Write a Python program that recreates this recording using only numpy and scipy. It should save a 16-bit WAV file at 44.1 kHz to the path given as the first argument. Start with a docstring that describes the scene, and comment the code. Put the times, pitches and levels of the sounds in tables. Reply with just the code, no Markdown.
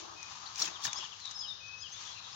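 """Someone in rubber waders steps down a muddy bank, right beside the microphone. Over a soft outdoor
hiss and low rumble, the jacket rustles, the waders rub and the boot shaft groans; songbirds begin to
whistle, smeared by the foliage. At 0.6 s and again at 0.85 s the boot crushes wet litter: twigs snap,
air pockets burst and the mud thuds. The wearer settles with a few last snaps and a brushing rustle at
1.3 s, the birds sing on, and the clothes stir again near 2 s."""
import sys
import numpy as np
from scipy import signal
from scipy.fft import rfft, irfft
from scipy.io import wavfile
from scipy.ndimage import uniform_filter1d

SR = 44100
rng = np.random.default_rng(int(sys.argv[2]) if len(sys.argv) > 2 else 0)


def log_audio(samples):
    """Write samples as a 16-bit WAV file to the path given in sys.argv[1]."""
    # one column per channel
    frames = np.atleast_2d(samples).T
    # limit to full scale, then quantise
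    limited = np.clip(frames, -1, 1)
    pcm = np.round(limited * 32767).astype(np.int16)
    wavfile.write(sys.argv[1], SR, pcm)


N = 103635


def undb(db):
    """Level in decibels to amplitude ratio."""
    return 10 ** (np.asarray(db) / 20)


def unit(x):
    """Normalisation to rms 1."""
    return x / np.sqrt(np.mean(x ** 2))


def over_bins(table, column=1):
    """Interpolation of a table column over log frequency, one value per FFT bin."""
    table = np.array(table, float)
    log_hz = np.log(np.maximum(np.fft.rfftfreq(N, 1 / SR), 1))
    return np.interp(log_hz, np.log(table[:, 0]), table[:, column])


def colour(x, spectrum):
    """Minimum-phase filtering to a spectral shape; white noise keeps its power."""
    cepstrum = irfft(np.log(unit(undb(over_bins(spectrum)))), N)
    cepstrum[1:N // 2] *= 2
    cepstrum[N // 2:] = 0
    return irfft(rfft(x) * np.exp(rfft(cepstrum)), N)


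def wander(rate_hz):
    """Random modulation: Gaussian steps smoothed into a curve of rms 1."""
    hold = max(int(SR / rate_hz), 2)
    steps = np.repeat(rng.standard_normal(N // hold + 1), hold)
    return unit(uniform_filter1d(uniform_filter1d(steps, hold), hold)[:N])


def grains(per_s, spread_db=0):
    """Shot noise: independent clicks of uneven size, rms 1."""
    size = rng.standard_normal(N) * undb(spread_db * np.minimum(rng.exponential(size=N), np.pi))
    return unit(size * (rng.random(N) < per_s / SR))


# the two microphone ports (frequency [Hz], left minus right [dB], coherence [0-1])
PORT_RESPONSE = [(61.6, 7, 0.67), (350, 8.5, 0.9), (850, 10.5, 0.64), (1250, 3.5, 0.43), (2500, 14.5, 0),
                 (4240, 6.5, 0), (6730, 7.5, 0.2), (7820, 1, 0.3), (12000, 0.5, 0), (15000, -6, .7)]
def ports(source, spectrum, lag_s=0.001079):
    """Acoustic shadow: sound from the left reaches the right port late, shaded and partly scattered."""
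    left, scattered = colour(source(), spectrum), colour(source(), spectrum)
    coherence = np.clip(over_bins(PORT_RESPONSE, column=2), 0, 1)
    right = coherence * rfft(left) + np.sqrt(1 - coherence ** 2) * rfft(scattered)
    shadow = undb(-over_bins(PORT_RESPONSE))
    delay = np.exp(-2j * np.pi * np.fft.rfftfreq(N, 1 / SR) * lag_s)
    return np.array([left, irfft(right * shadow * delay, N)])


# soft outdoor hiss and rumble, the treble cut off above 7 kHz (frequency [Hz], relative level [dB])
BACKGROUND_SPECTRUM = [(25, -31), (60, -6), (105, 3), (160, -6.5), (200, -6.5), (270, -16.5), (550, -8.5),
                       (800, -10), (1200, -7), (1700, -4.5), (2150, -16.5), (3000, -4.5), (3800, -2),
                       (5000, -4), (6600, -5.5), (7250, -45), (7800, -58), (8600, -48), (15000, -39)]
def outdoors():
    """Background noise: rumble and hiss under slight, slow amplitude modulation."""
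    noise = lambda: rng.standard_normal(N) * undb(0.8 * wander(rate_hz=6.76))
    return undb(-51) * ports(noise, BACKGROUND_SPECTRUM, lag_s=0.000524)


def foliage(x, decay_s):
    """Multiple scattering: leaves and trunks return a decaying tail, uncorrelated between the ports."""
    t = np.arange(SR) / SR
    tail = rng.standard_normal((2, SR)) * np.exp(-t / decay_s) * (1 - np.exp(-t / 0.0073))
    tail /= np.sqrt(np.sum(tail ** 2, axis=1, keepdims=True))
    return signal.fftconvolve(x, tail, axes=1)[:, :N]


def whistle(t, jitter, at, length, first_hz, middle_hz, last_hz, db, pan_db, rasp):
    """A tone glides through three pitches; random frequency and amplitude modulation make it rasp."""
    out, on = np.zeros((2, N)), (t > at) & (t < at + length)
    progress = (t[on] - at) / length
    glide = np.polyfit([0, .5, 1], [first_hz, middle_hz, last_hz], 2)
    hz = np.polyval(glide, np.sin(np.pi * progress / 2) ** 2) * (1 + rasp * jitter[0, on])
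    swell = np.sin(np.pi * progress) ** 0.56  # a power under 1 holds the note's strength longer
    flutter = 1 + 13.6 * rasp * jitter[1, on]
    tone = np.sqrt(2) * np.sin(2 * np.pi * np.cumsum(hz) / SR)
    out[:, on] = undb([[db], [db - pan_db]]) * swell * flutter * tone
    return out


# thin rising notes that open a phrase (time [s], level [dB])
RISING_NOTES = [(.925, -45.5), (1.369, -48), (1.778, -49.5)]
# bird notes, plus a brief high rustle at 1.92 s (time [s], duration [s], start pitch [Hz],
# middle pitch [Hz], end pitch [Hz], level [dB], left minus right [dB], rasp [share of pitch],
# relative echo level [dB])
NOTES_AND_RUSTLE = [(0.156, 0.1, 2515, 2527, 2437, -48, 19, 0.0091, -3),
                    (0.457, 0.024, 4710, 3774, 4970, -42, 14, 0.011, -12),
                    (0.729, 0.051, 3800, 3414, 2780, -44.5, 22, 0.042, -6),
                    (0.81, 0.039, 3950, 3670, 3450, -51, 22, 0.009, -10),
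                    (0.856, 0.049, 3700, 3740, 3700, -45, 9.5, 0.0026, -2),
                    (.85, 0.15, 3440, 3415, 3280, -48, 21, 0.0065, -1),
                    (0.956, 0.0385, 4800, 5290, 5230, -38.5, 9.5, .014, -9),
                    (0.978, 0.062, 3650, 3162, 2766, -44, 28.5, 0.04, -4),
                    (1.028, 0.041, 3590, 3186, 2800, -43, 19, 0.029, -12),
                    (1.11, 0.036, 3417, 3126, 2600, -45.5, 28, 0.018, -9),
                    (1.199, 0.056, 4280, 4110, 3950, -48, 11.5, 0.022, -11),
                    (1.236, 0.057, 4020, 3860, 3650, -39.5, 13.5, 0.033, -5.5),
                    (1.336, 0.079, 5250, 5177, 5140, -43.5, 7, 0.002, 4),
                    (1.43, 0.12, 5200, 5195, 5190, -52, 4, 0.0028, -10),
                    (1.407, 0.013, 5030, 4944, 5230, -33.5, 9, 0.012, -4.5),
                    (1.414, 0.063, 3450, 3183, 2840, -43, 31, 0.0089, -6.5),
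                    (1.47, 0.064, 3850, 3658, 3600, -38.5, 16, 0.0077, -4),
                    (1.6, 0.2, 2517, 2540, 2570, -43.5, 21.5, 0.0026, -8.5),
                    (1.68, 0.011, 5980, 5880, 5900, -45.5, 12, 0.005, -30),
                    (1.802, 0.037, 4930, 5057, 4960, -43, 10, 0.008, -6),
                    (1.82, 0.064, 3350, 3114, 2810, -43, 20, 0.0078, -4),
                    (1.919, 0.021, 6200, 6210, 6300, -45, 7, 0.015, -4),
                    (1.925, 0.082, 3380, 3546, 3620, -49, 30, 0.014, -14),
                    (2.046, 0.046, 3634, 3385, 3300, -46.5, 26, 0.022, 1),
                    (2.091, 0.11, 4135, 4100, 4020, -55.5, 9, 0.04, 6.5),
                    (2.15, 0.049, 2736, 2700, 2575, -49.5, 21, 0.03, -0.5),
                    (2.234, 0.024, 3864, 3675, 3450, -49, 11, 0.038, 6),
                    (2.322, 0.02, 5330, 5000, 4850, -48, 19, 0.053, -8)]
def birds(t):
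    """Reverberation: song and one brief rustle reflect early from leaves and echo longer from trees."""
    jitter = np.array([wander(rate_hz=490), wander(rate_hz=980)])
    rise_s, rise_hz = 0.059, (5600, 6360, 6800)
    direct = sum(whistle(t, jitter, at, rise_s, *rise_hz, db, pan_db=14, rasp=0.0087)
                 for at, db in RISING_NOTES)
    to_trees = undb(-9) * direct
    for *shape, echo_db in NOTES_AND_RUSTLE:
        sound = whistle(t, jitter, *shape)
        direct += sound
        to_trees += undb(echo_db) * sound
    return direct + undb(-10) * foliage(direct, decay_s=0.012) + foliage(to_trees, decay_s=0.093)


# movement of the clothes (time [s], jacket level [dB], wader level [dB])
MOVEMENTS = [(0, -44, -52), (.1, -54, -47.5), (.2, -52, -53), (.32, -46, -48.5), (.40, -47.5, -50),
             (.46, -47, -46), (.53, -49.5, -52), (0.662, -39, -50), (.76, -49.5, -48), (.92, -45.5, -49),
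             (1.031, -43.5, -51.5), (1.098, -51.5, -59.5), (1.22, -51, -61), (1.288, -46.5, -54),
             (1.36, -53.5, -54.5), (1.48, -55, -57), (1.619, -67.5, -63.5), (1.86, -57, -61),
             (1.941, -49, -62.5), (2.062, -43.5, -54.5), (2.22, -54, -56), (2.35, -47, -55)]
# spectrum of crinkling cloth (frequency [Hz], relative level [dB])
JACKET_SPECTRUM = [(100, -21), (350, -11), (550, -18), (1000, -5.5), (2100, -4.5), (2900, -1), (3800, -0.5),
                   (5000, -1), (6600, 1.5), (7400, -12), (8400, -36), (12000, -46.5), (15300, -54.5)]
# hollow spectrum of rubbing rubber (frequency [Hz], relative level [dB])
WADER_SPECTRUM = [(80, -23), (230, -23.5), (340, -11.5), (520, -20), (780, 2.5), (1000, 5), (1220, 8),
                  (1500, -6.5), (1800, -12), (2400, -34), (6000, -52.5)]
def clothes(t):
    """Friction noise: cloth and rubber catch and slip in thousands of tiny impulses a second."""
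    at, jacket_db, wader_db = np.array(MOVEMENTS).T
    rustle = undb(np.interp(t, at, jacket_db) + 0.79 * wander(rate_hz=110))
    rub = undb(np.interp(t, at, wader_db) + 1.85 * wander(rate_hz=70.27))
    jacket = ports(lambda: rustle * grains(per_s=7000, spread_db=2), JACKET_SPECTRUM)
    waders = ports(lambda: rub * grains(per_s=2700, spread_db=-0.5), WADER_SPECTRUM)
    return jacket + waders


# bends of the boot shaft (peak time [s], half width [s], level [dB])
SHAFT_BENDS = [(0.042, 0.18, -53.5), (.628, 0.019, -43.5), (0.7, 0.059, -52), (0.997, 0.023, -54)]
# resonances of the hollow boot (frequency [Hz], relative level [dB])
SHAFT_SPECTRUM = [(100, -44), (260, -12), (335, -2), (400, -8.5), (500, -12.5), (650, -6), (900, -17),
                  (3000, -54)]
def shaft(t):
    """Stick-slip excitation: bending rubber drives the hollow of the boot into a low groan."""
    bend = sum(undb(db) * np.exp(-((t - at) / half) ** 2) for at, half, db in SHAFT_BENDS)
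    return ports(lambda: bend * grains(per_s=1100), SHAFT_SPECTRUM)


# twig snaps and a short brushing rustle at 1.31 s (time [s], level [dB], decay time [s])
SNAPS_AND_BRUSH = [(.229, -36.5, 0.0034), (0.5582, -32.5, 0.0028), (0.6023, -30.5, 0.0013),
                   (0.62, -30.5, 0.0056), (0.6468, -28, 0.00072), (0.8523, -26, .003),
                   (0.9298, -25.5, 0.0035), (0.9857, -31, 0.0019), (1.044, -43.5, .003),
                   (1.201, -42, 0.0038), (1.2552, -29.5, .001), (1.311, -37.5, .008)]
# their shared spectrum (frequency [Hz], relative level [dB])
TWIG_SPECTRUM = [(200, -17.5), (1000, -22), (2200, -9), (3200, -8), (4500, -5), (6500, 0), (7400, -11),
                 (8600, -33.5), (12000, -51), (15300, -56)]
def twigs(t):
    """Transient noise: bursts that decay within milliseconds are snaps; the longest is a brushing rustle."""
    bursts = sum(undb(db) * (t >= at) * np.exp(-abs(t - at) / decay) for at, db, decay in SNAPS_AND_BRUSH)
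    return ports(lambda: bursts * rng.standard_normal(N), TWIG_SPECTRUM)


# short ringing sounds under the sole: wet pops, a slap at 0.85 s and a knock at 0.88 s
# (time [s], frequency [Hz], decay time [s], relative level [dB])
SOLE_RINGS = [(.593, 5180, 0.0046, -23), (.6025, 5070, .001, -21), (0.618, 5700, 0.0083, -17.5),
              (.622, 6670, 0.0038, -20.5), (0.6214, 4390, 0.0036, -17.5), (0.631, 4360, .002, -32),
              (0.646, 3360, .0013, -20.5), (.654, 6720, 0.0055, -25), (.657, 3250, .006, -31),
              (0.673, 2610, 0.0098, -31), (.677, 6220, 0.0054, -29), (0.8515, 1800, .005, -28),
              (0.852, 5460, 0.0018, -23), (.853, 6400, 0.0044, -30), (.8783, 990, 0.00076, -22.5),
              (.931, 6470, 0.0019, -28), (1.031, 1036, 0.0056, -35.5)]
# transmission through the mud (frequency [Hz], relative level [dB])
MUD_SPECTRUM = [(500, -0.5), (7000, -1.5), (8500, 1.5), (15000, -30)]
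def sole_rings(t):
    """Damped resonance: wet pops, a slap and a knock each ring briefly at a wobbling pitch."""
    def rings(attack_s=0.00025):
        out = np.zeros(N)
        wobble = 1 + 0.024 * wander(rate_hz=700)
        for at, hz, decay, db in SOLE_RINGS:
            on = (t > at) & (t < at + 10 * decay)
            age = t[on] - at
            envelope = undb(db) * (1 - np.exp(-age / attack_s)) * np.exp(-age / decay)
            out[on] += envelope * np.sin(2 * np.pi * np.cumsum(hz * wobble[on]) / SR)
        return undb(-5) * out
    return ports(rings, MUD_SPECTRUM)


def small_pockets(count=800, low_hz=1240, high_hz=7410, decay_cycles=8.8):
    """Constant-Q resonance: tiny air pockets burst at random, each ringing at its own pitch; rms 1."""
    out, age = np.zeros(N + 512), np.arange(512) / SR
    for when, pitch, size in rng.random((count, 3)):
        hz = low_hz + (high_hz - low_hz) * pitch
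        start = int(when * N)
        strength = undb(-6 * np.log(0.022 + size))  # many weak, a few strong
        ring = np.exp(-age * hz / decay_cycles) * np.sin(2 * np.pi * hz * age)
        out[start:start + len(age)] += strength * ring
    return unit(out[:N])


# presses of the sole (peak time [s], attack time [s], decay time [s], crunch level [dB], thud level [dB])
PRESSES = [(.603, 0.019, 0.029, -32, -45.5), (0.621, 0.0039, 0.018, -33, -55),
           (.655, 0.015, 0.018, -39, -64), (0.68, 0.014, 0.01, -51, -41.5),
           (0.852, 0.013, 0.014, -29.5, -45.5), (0.853, 0.0036, 0.016, -32.5, -36.5),
           (0.88, 0.0029, 0.015, -52, -39.5), (1.04, 0.006, 0.016, -68, -51.5)]
# spectrum of crushed wet litter (frequency [Hz], relative level [dB])
CRUNCH_SPECTRUM = [(150, -41), (500, -36), (1100, -18.5), (1700, -24), (2150, -21.5), (3000, -14),
                   (4200, -10), (5400, -7), (6600, -7.5), (7400, -17.5), (8500, -28.5), (12000, -38),
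                   (14000, -43), (15300, -29)]
# spectrum of the thud in the mud (frequency [Hz], relative level [dB])
THUD_SPECTRUM = [(25, -33), (50, -21.5), (90, -0.5), (200, 5), (350, -14), (500, -11.5), (850, 9),
                 (1200, -1.5), (1750, 9.5), (2200, -6), (6000, -54)]
def boot(t):
    """Inelastic impact: each press crushes wet stalks and bursts air pockets over a dull thud of mud."""
    crunch, thud = 0, 0
    for at, attack, decay, crunch_db, thud_db in PRESSES:
        press = np.exp(-np.maximum((at - t) / attack, (t - at) / decay))
        crunch = np.hypot(crunch, press * undb(crunch_db))  # incoherent sounds add in power
        thud = np.hypot(thud, press * undb(thud_db))
    litter = ports(lambda: crunch * (grains(per_s=8300) + undb(-7) * small_pockets()), CRUNCH_SPECTRUM)
    mud = ports(lambda: thud * grains(per_s=5600, spread_db=-1), THUD_SPECTRUM)
    return litter + mud


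def scene():
    """Superposition: the pressures of all sources add at each port."""
    t = np.arange(N) / SR
    return boot(t) + twigs(t) + shaft(t) + clothes(t) + birds(t) + outdoors() + sole_rings(t)


def record(dry):
    """Band limiting: a steep low-pass filter removes the highest treble."""
    cutoff_hz = 15800
    return signal.sosfilt(signal.ellip(8, .2, 70, cutoff_hz, fs=SR, output="sos"), dry)


dry = scene()
out = record(dry)
log_audio(out)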